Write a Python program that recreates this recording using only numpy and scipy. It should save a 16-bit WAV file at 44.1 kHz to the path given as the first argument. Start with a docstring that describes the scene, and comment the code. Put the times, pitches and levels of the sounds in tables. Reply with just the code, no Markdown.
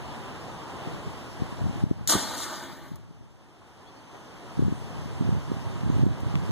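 """A quiet street, with a wash of distant traffic, a hissing pilot flame and a breeze buffeting two mics.
A flamethrower fires one burst: the valve snaps, the fuel jet hisses, and the fireball catches with a
thump and roars away, echoing off pavement, cars and house fronts. Small ticks, a thin insect buzz and
a far bird sit behind it. The camera widens the stereo image, and its limiter ducks the street under
the burst, then lets it swell slowly back."""
import sys
import numpy as np
from scipy import signal
from scipy.fft import rfft, irfft, next_fast_len
from scipy.io import wavfile
from scipy.ndimage import uniform_filter1d, minimum_filter1d, map_coordinates

SR = 44100
rng = np.random.default_rng(int(sys.argv[2]) if len(sys.argv) > 2 else 0)


def store_pcm(level_fs):
    """Save levels as 16-bit WAV."""
    pcm = np.round(np.clip(level_fs, -1, 1) * 32767).astype(np.int16)
    wavfile.write(sys.argv[1], SR, np.atleast_2d(pcm).T)


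N = 287091
TIME = np.arange(N) / SR
VALVE_OPENS_S = 2.074
# how alike the ambience is at the two mics: f/Hz, correlation
MIC_LIKENESS = [(60, 0.92), (300, 0.91), (550, 0.68), (950, 0.42), (1500, -0.16), (2200, 0.023),
                (3300, 0.26), (5000, -0.02), (7500, 0.46), (10000, -0.021), (14500, -0.36)]


def gain_of(db):
    """Decibels to amplitude."""
    return 10 ** (np.asarray(db) / 20)


def unit_rms(x):
    """Scales to rms 1."""
    return x / np.sqrt(np.mean(x ** 2) + 1e-20)


def curve_at(points, hz):
    """A frequency curve, its points joined by straight lines over log frequency."""
    f, value = np.transpose(points)
    return np.interp(np.log(hz + 1), np.log(f + 1), value)


def automation(points):
    """A time curve's value at every sample."""
    return np.interp(TIME, *np.transpose(points))


def envelope(start, rise, until, fall_db_per_s, sag_db_per_s=0):
    """Ramps up, holds or sags until a given time, then dies away; times in seconds."""
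    held = np.clip(TIME, start, max(start, until)) - start
    released = np.maximum(TIME - until, 0)
    attack = np.clip((TIME - start) / rise, 0, 1)
    return attack * gain_of(-sag_db_per_s * held - fall_db_per_s * released)


def delayed(x, seconds):
    """Delays by any fraction of a sample."""
    size = next_fast_len(N + SR // 10)
    hz = np.fft.rfftfreq(size, 1 / SR)
    return irfft(rfft(x, size) * np.exp(-2j * np.pi * hz * seconds), size)[..., :N]


def flutter(hz):
    """Random modulation of rms 1, moving at rates up to about hz."""
    f = np.fft.rfftfreq(N, 1 / SR)
    return unit_rms(irfft(rfft(rng.standard_normal(N)) / (1 + (f / hz) ** 2), N))


def noise(spectrum, patchy_db, tilt_db=0 * TIME, likeness=((20, 0), (20000, 0))):
    """Stereo coloured noise with drifting spectral patches, as long as its tilt curve (dB/octave)."""
    size = len(tilt_db)
    frames, hz = size // 256 + 5, np.fft.rfftfreq(1024, 1 / SR)
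    a, b, c, d, patches = rng.standard_normal((5, frames, 513))
    patches = unit_rms(uniform_filter1d(uniform_filter1d(patches, size=8, axis=0), size=14, axis=1))
    slope = np.interp(np.arange(frames) * 256, np.arange(size), tilt_db)
    tilt = slope[:, None] * np.log2((hz + 1000) / 7000)
    alike = np.clip(curve_at(likeness, hz), -1, 1)
    left = a + 1j * b
    right = alike * left + np.sqrt(1 - alike ** 2) * (c + 1j * d)
    colour = gain_of(curve_at(spectrum, hz) + patchy_db * patches + tilt) * (hz > 0)
    spectra = np.array([left, right]) * colour
    return signal.istft(spectra.transpose(0, 2, 1), nperseg=1024, noverlap=768)[1][:, :size]


def eddy(at, hz, soft=6.1):
    """One swing of pressure: a peak between two troughs, more pointed the less soft it is."""
    u = (np.pi * hz * (TIME - at)) ** 2
    return (1 - (2 + 1 / soft) * u) / (1 + u / soft) ** (soft + 2)


def traffic():
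    """Distant traffic merges into one slowly drifting wash."""
    # colour of the wash: f/Hz, level/dB
    spectrum = [(30, -39), (55, -5.5), (95, 3), (180, -3), (330, -4.5), (520, -10.5), (950, -10.5),
                (1500, -17), (1900, -20), (2250, -23.5), (2700, -20), (3400, -25.5), (5000, -33),
                (14500, -53)]
    # its slow drift: t/s, gain/dB
    drift = [(0, 0.7), (.72, 0), (.86, 2.1), (1.05, 0.1), (1.7, -1.5), (2.2, 0.3), (3.1, -2.5), (3.8, -2),
             (4.7, -2), (5.6, 0.8), (6.15, 0.5), (6.5, 4)]
    wash = unit_rms(noise(spectrum, patchy_db=0.71, likeness=MIC_LIKENESS))
    return wash * gain_of(-39 + automation(drift) + 0.57 * flutter(hz=6.9))


def pilot_flame():
    """The pilot flame burns with a faint, steady hiss."""
    # colour of the hiss: f/Hz, level/dB
    spectrum = [(1500, -25), (2600, 2), (3400, -1.5), (4200, -6), (5200, 4.5), (6100, -3), (6700, -8),
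                (7350, 1.5), (7900, -6), (8800, -4), (9500, -7.5), (10700, -4.5), (12000, -13.5),
                (14500, -14.5)]
    # its loudness: t/s, level/dB
    level = [(0, -58), (.72, -57), (.86, -57), (1.05, -56.5), (2.0, -56.5), (3.2, -56.5), (4.2, -58),
             (5.2, -56), (6.1, -56.5), (6.5, -53)]
    hiss = unit_rms(noise(spectrum, patchy_db=1.5, likeness=MIC_LIKENESS))
    return hiss * gain_of(automation(level) + 0.45 * flutter(hz=11.0))


def breeze():
    """Lumpy, gusting turbulence, separate at each mic; single eddies hit the windward one."""
    # colour of the turbulence: f/Hz, level/dB
    spectrum = [(25, -18), (50, -15), (90, 7), (150, 5.5), (230, -7), (350, -16), (550, -30), (1000, -43),
                (2500, -78)]
    # the breeze between gusts: t/s, level/dB
    strength = [(0, -46), (.4, -53), (1.3, -51), (1.85, -33.5), (3.2, -35.5), (3.7, -53), (4.35, -51.5),
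                (4.9, -38), (6.5, -28.5)]
    # which mic it favours: t/s, left minus right/dB
    side = [(0, 7), (1.4, 3.5), (4.75, 9), (5.08, 4.5), (5.2, -18), (6.35, -14), (6.5, -6)]
    # gusts: t/s, length/s, level/dB
    gusts = [(0.86, 0.084, -38), (1.042, 0.042, -38), (1.389, 0.03, -35), (1.602, 0.05, -30),
             (1.973, 0.023, -34), (2.884, 0.069, -26.5), (4.568, 0.13, -26), (5.195, 0.15, -26),
             (5.823, 0.26, -26.5), (6.33, 0.035, -30)]
    # single eddies: t/s, peak/dB, f/Hz
    buffets = [(0.874, -26, 157), (1.422, -12.5, 173), (1.526, -22, 180), (1.618, -25, 170),
               (1.6278, -20, 126), (1.642, -17, 120), (1.657, -17, 127), (1.6672, -13, 127),
               (1.697, -21, 145), (1.71, -23, 156), (1.76, -20, 153), (1.828, -19, 120), (1.839, -0.5, 153),
               (1.868, -13.5, 127), (1.9132, 0.5, 190), (2.0118, -15.5, 133), (2.731, -18, 148),
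               (2.918, -9, 171), (3.11, -19.5, 159), (3.21, -19, 160), (4.5946, -7, 190),
               (4.6242, -12, 237), (4.6375, -19, 150), (4.6524, -27, 185), (4.6833, -10.5, 193),
               (4.693, -17, 151), (4.7253, -11, 174), (5.0603, -20.5, 153.9), (5.212, -11.5, 178.8),
               (5.2238, -15, 194), (5.251, -17, 148), (5.2721, -21, 183), (5.2916, -11.5, 215),
               (5.3291, -16, 144), (5.3512, -22, 180), (5.5024, -19, 153), (5.5182, -11, 231),
               (5.5686, -18, 143), (5.655, -21, 145), (5.8358, -23, 131), (5.8642, -15, 137),
               (5.9008, -7.5, 176), (5.9354, -22, 141), (5.9656, -13.5, 159), (5.984, -19, 203),
               (5.995, -10.5, 168), (6.0151, -15.5, 153), (6.0363, -5.5, 165), (6.0661, -4, 178),
               (6.1081, -18, 140), (6.234, -17, 163), (6.3426, -12, 149), (6.3577, -14, 151),
               (6.4933, -15.5, 195)]
    lumps_db = 2.0 * np.array([flutter(hz=25), flutter(hz=24.9)])
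    turbulence = unit_rms(noise(spectrum, patchy_db=0) * gain_of(lumps_db))
    pan = gain_of(np.array([automation(side), -automation(side)]) / 2)
    pan /= np.sqrt(np.mean(pan ** 2, axis=0))
    gusting = sum(gain_of(db) * envelope(at, rise=0.012, until=at + length, fall_db_per_s=164)
                  for at, length, db in gusts)
    swell = np.hypot(gain_of(automation(strength)), gusting)
    thuds = sum(gain_of(db) * eddy(at, hz, soft=np.interp(db, [-15, 0], [5.7, 3.2]))  # harder is sharper
                for at, db, hz in buffets)
    windward = pan > pan[::-1]
    return turbulence * pan * swell + windward * thuds


def ticks():
    """Small ticks and knocks, like gear being handled: fast-dying puffs of band-passed noise."""
    # the hits: t/s, level/dB, centre f/Hz, decay/s
    hits = [(1.803, -35, 740, 0.0026), (2.957, -35, 9500, .005), (4.145, -38, 640, .014),
            (5.808, -41, 1690, 0.0024), (6.055, -49, 9000, 0.0018), (6.203, -48, 10000, .006),
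            (6.355, -24.5, 1100, 0.001)]
    out = np.zeros((2, N))
    for at, db, hz, decay in hits:
        band = signal.butter(2, [hz / 2, min(hz * 2, SR / 2 - 1000)], "band", fs=SR)
        puff = unit_rms(signal.lfilter(*band, rng.standard_normal((2, N))))
        age = np.maximum(TIME - at, 0)
        out += gain_of(db) * puff * (age > 0) * np.exp(-age / decay)
    return out


def valve():
    """The dry, bright snap of the valve as the pressure lets go."""
    at, hold_s = 2.0745, 0.0012
    snap = unit_rms(signal.lfilter(*signal.butter(2, 4700, "high", fs=SR), rng.standard_normal(N)))
    return gain_of(-9) * snap * envelope(at, rise=0.0006, until=at + hold_s, fall_db_per_s=4500)


def jet():
    """The nozzle's turbulent hiss: a flow that slowly dulls, with short spurts of fuel on top."""
    # colour of the hiss: f/Hz, level/dB
    spectrum = [(1000, -8.5), (2000, -14.5), (2900, 1.5), (3800, 0.5), (5000, 3), (6200, 0.5), (7300, 6),
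                (8100, 2), (9100, 2.5), (10000, -2.5), (11400, -4), (12600, -5), (14200, -10), (15300, -21)]
    # spurts, the first as the valve cracks open:
    # t/s, level/dB, rise/s, hold/s, fall/(dB/s), tilt/(dB/octave)
    spurts = [(2.077, -21, 0.00067, 0.018, 496, 5.5), (2.092, -9, 0.0034, 0.034, 400, 2),
              (2.17, -21.5, 0.014, .03, 260, 0), (2.364, -26, 0.018, 0.024, 200, 2.5),
              (2.402, -23, 0.011, 0.025, 499, -0.5), (2.514, -31, 0.02, 0.023, 200, -3)]
    shuts_s = 2.51
    age = np.clip(TIME - VALVE_OPENS_S, 0, 1)
    hiss = noise(spectrum, patchy_db=2.2, tilt_db=0.5 - 10 * age)[0]
    hiss /= np.sqrt(uniform_filter1d(hiss ** 2, size=4096) + 1e-20)  # tilt changes colour, not loudness
    flow = envelope(VALVE_OPENS_S, rise=0.027, until=shuts_s, fall_db_per_s=55, sag_db_per_s=21)
    hiss *= gain_of(-22) * flow
    for at, db, rise, hold, fall, tilt in spurts:
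        spurt = unit_rms(noise(spectrum, patchy_db=2.5, tilt_db=np.full(SR // 2, tilt))[0])
        hiss += gain_of(db) * np.resize(spurt, N) * envelope(at, rise, at + rise + hold, fall)
    return hiss * gain_of(flutter(hz=253))


def flame():
    """The fluttering roar: the fuel catches with a flare, burns on while fed, dwindles and goes out."""
    # colour of the roar: f/Hz, level/dB
    spectrum = [(40, -12), (100, -2), (300, 0.3), (520, -9.5), (830, -7.5), (1200, -9.5), (1800, -13),
                (2600, -16.5), (5000, -26)]
    lights_s, flares_s, dwindles_s, out_s = 2.081, 2.091, 2.637, 2.933
    burn = envelope(lights_s, rise=0.024, until=dwindles_s, fall_db_per_s=39, sag_db_per_s=13.5)
    flare = envelope(flares_s, rise=0.0036, until=flares_s + 0.0476, fall_db_per_s=450)
    blaze = np.hypot(gain_of(-20) * burn, gain_of(-18.5) * flare)
    dying_db = 144 * np.maximum(TIME - out_s, 0)
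    roar = unit_rms(noise(spectrum, patchy_db=1.5)[0])
    return roar * blaze * gain_of(1.4 * flutter(hz=44.9) - dying_db)


def boom():
    """The deep push of air as the fireball swells: a few pressure pulses in a short rumble."""
    # pulses as the cloud of fuel catches: t/s, peak/dB, f/Hz
    ignition = [(2.1428, -5, 230), (2.1545, 6, 197), (2.1640, 2, 105), (2.1755, -6, 130)]
    # colour of the rumble: f/Hz, level/dB
    spectrum = [(25, 3), (60, 2), (130, -5), (280, -1.5), (600, -21.5), (2000, -58)]
    pulses = sum(gain_of(db) * eddy(at, hz) for at, db, hz in ignition)
    swell = gain_of(-7.5) * envelope(start=2.14, rise=0.014, until=2.1624, fall_db_per_s=1001)
    rumble = unit_rms(noise(spectrum, patchy_db=-0.5)[0])
    return rumble * swell - pulses


def draught():
    """The air that the fireball shoves aside washes over the left mic."""
    # slow swings of that air: t/s, peak/dB, f/Hz
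    pushes = [(2.161, -12, 55), (2.195, -24, 42)]
    left = sum(gain_of(db) * eddy(at, hz) for at, db, hz in pushes)
    return np.array([left, np.zeros(N)])


def reverb(x, t60, predelay_s, lowpass_hz):
    """Many small echoes, different at each mic and dulled in the treble."""
    t = np.arange(SR // 2) / SR
    taps = rng.standard_normal((2, len(t))) * (rng.random((2, len(t))) < 2000 / SR)  # 2000 a second
    taps *= gain_of(-60 * t / t60) * (t > predelay_s)
    taps = signal.lfilter(*signal.butter(1, lowpass_hz, fs=SR), taps)
    return signal.fftconvolve(x[None], taps / np.linalg.norm(taps[0]), axes=1)[:, :N]


def camera_shadow(x):
    """The camera body shades its mics unequally from a sound ahead; close side reflections join in."""
    # side signal against mid: f/Hz, level/dB
    side_level = [(500, -16), (1500, -28), (2600, -12.5), (3900, -15), (4400, 0.5), (7500, -0.5), (9200, 8),
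                  (11500, 5), (13000, 8), (14200, 7)]
    # side signal against mid: f/Hz, phase/rad
    side_phase = [(200, -0.5), (3500, -0.74), (4400, -1.5), (9600, -0.84), (10600, 2), (13500, 1.5)]
    hz, mid = np.fft.rfftfreq(N, 1 / SR), rfft(x)
    width, send = gain_of(curve_at(side_level, hz)), gain_of(-7.5)
    reflected = rfft(reverb(x, t60=0.041, predelay_s=0.001, lowpass_hz=14000)[0])
    shifted = mid * np.exp(1j * curve_at(side_phase, hz))
    side = width * (shifted + send * reflected) / np.hypot(1, send)
    return irfft(np.array([mid + side, mid - side]) / np.sqrt(1 + width ** 2), N)


def burst():
    """The whole shot: snap, boom and draught, with hiss and roar echoing around the street."""
    # slaps off the pavement and parked cars: delay/s, level/dB
    echoes = [(.00325, -9.5), (.0079, -20.5), (0.0138, -15), (0.0206, -24)]
    direct = jet() + flame()
    stretch = 1 + 0.051 * np.clip(TIME - VALVE_OPENS_S, 0, 1)  # paths lengthen as the fireball climbs
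    slaps = sum(gain_of(db) * map_coordinates(direct, [(TIME - delay * stretch) * SR], order=3)
                for delay, db in echoes)
    house_fronts = gain_of(-18) * reverb(direct, t60=0.51, predelay_s=0.02, lowpass_hz=5000)
    return camera_shadow(direct + slaps + valve() + boom()) + house_fronts + draught()


def insect():
    """A thin, sustained buzz: one tone whose pitch jitters quickly."""
    # loudness of the buzz: t/s, level/dB
    level = [(2.5, -86), (3.1, -69), (3.65, -76), (4.15, -65), (4.5, -79), (5.0, -71), (5.8, -74),
             (6.5, -76)]
    pitch_hz = 6140 * (1 + 0.011 * flutter(hz=250))
    return gain_of(automation(level)) * unit_rms(np.sin(2 * np.pi * np.cumsum(pitch_hz) / SR))


def bird():
    """A far bird's faint, arched whistles waver in pitch and reach the left mic first."""
    # whistles: t/s, length/s, top f/Hz, level/dB
    chirps = [(3.857, 0.048, 3440, -49), (3.86, .06, 4450, -56), (3.938, 0.086, 4460, -56),
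              (5.89, 0.063, 6650, -54)]
    song, waver = np.zeros(N), 0.0119 * flutter(hz=152)
    for at, length, hz, db in chirps:
        progress = np.clip((TIME - at) / length, 0, 1)
        pitch_hz = hz * (1 - 0.31 * (progress - 0.6) ** 2 + waver)
        song += gain_of(db) * np.sin(np.pi * progress) * np.sin(2 * np.pi * np.cumsum(pitch_hz) / SR)
    return np.array([song, delayed(song, seconds=0.00006)])


def scene():
    """Everything as it reaches the two mics."""
    return burst() + traffic() + pilot_flame() + insect() + breeze() + ticks() + bird()


def widener(x, delay_samples):
    """Each channel subtracts a delayed share of the other: wide bass, and a comb in the middle."""
    # crossfeed between the channels: f/Hz, share
    crossfeed = [(100, 0.79), (1300, 0.77), (2600, 0.89), (6500, 0.7), (9500, 0.56), (14500, 0.9)]
    share = curve_at(crossfeed, np.fft.rfftfreq(N, 1 / SR))
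    opposite = np.pad(x[::-1], ((0, 0), (delay_samples, 0)))[:, :N]
    return x - irfft(share * rfft(opposite), N)


def limiter(x, ceiling_db, hold_s, release_db_per_s):
    """Peaks over the ceiling pull the gain down at once; it holds, then climbs back."""
    peak = uniform_filter1d(-minimum_filter1d(-abs(x).max(0), size=160), size=160)
    over_db = np.maximum(20 * np.log10(abs(peak) + 1e-9) - ceiling_db, 0)
    half_hold = int(hold_s * SR / 2)
    held_db = -minimum_filter1d(-over_db, 2 * half_hold + 1, origin=half_hold, mode="constant")
    climb_db = release_db_per_s * TIME
    reduction_db = np.maximum.accumulate(held_db + climb_db) - climb_db
    return x / gain_of(reduction_db)


def record(dry):
    """The camera's chain: the mics' bass roll-off, stereo widener, limiter and a steep high cut."""
    thinned = signal.lfilter(*signal.butter(2, 48, "high", fs=SR), dry)
    wide = widener(thinned, delay_samples=17)
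    ducked = limiter(wide, ceiling_db=-8.0, hold_s=1.246, release_db_per_s=10.5)
    high_cut = signal.firwin(511, 15300, window=("kaiser", 9), fs=SR)
    return signal.oaconvolve(ducked, high_cut[None], "same")


dry = scene()
out = record(dry)
store_pcm(out)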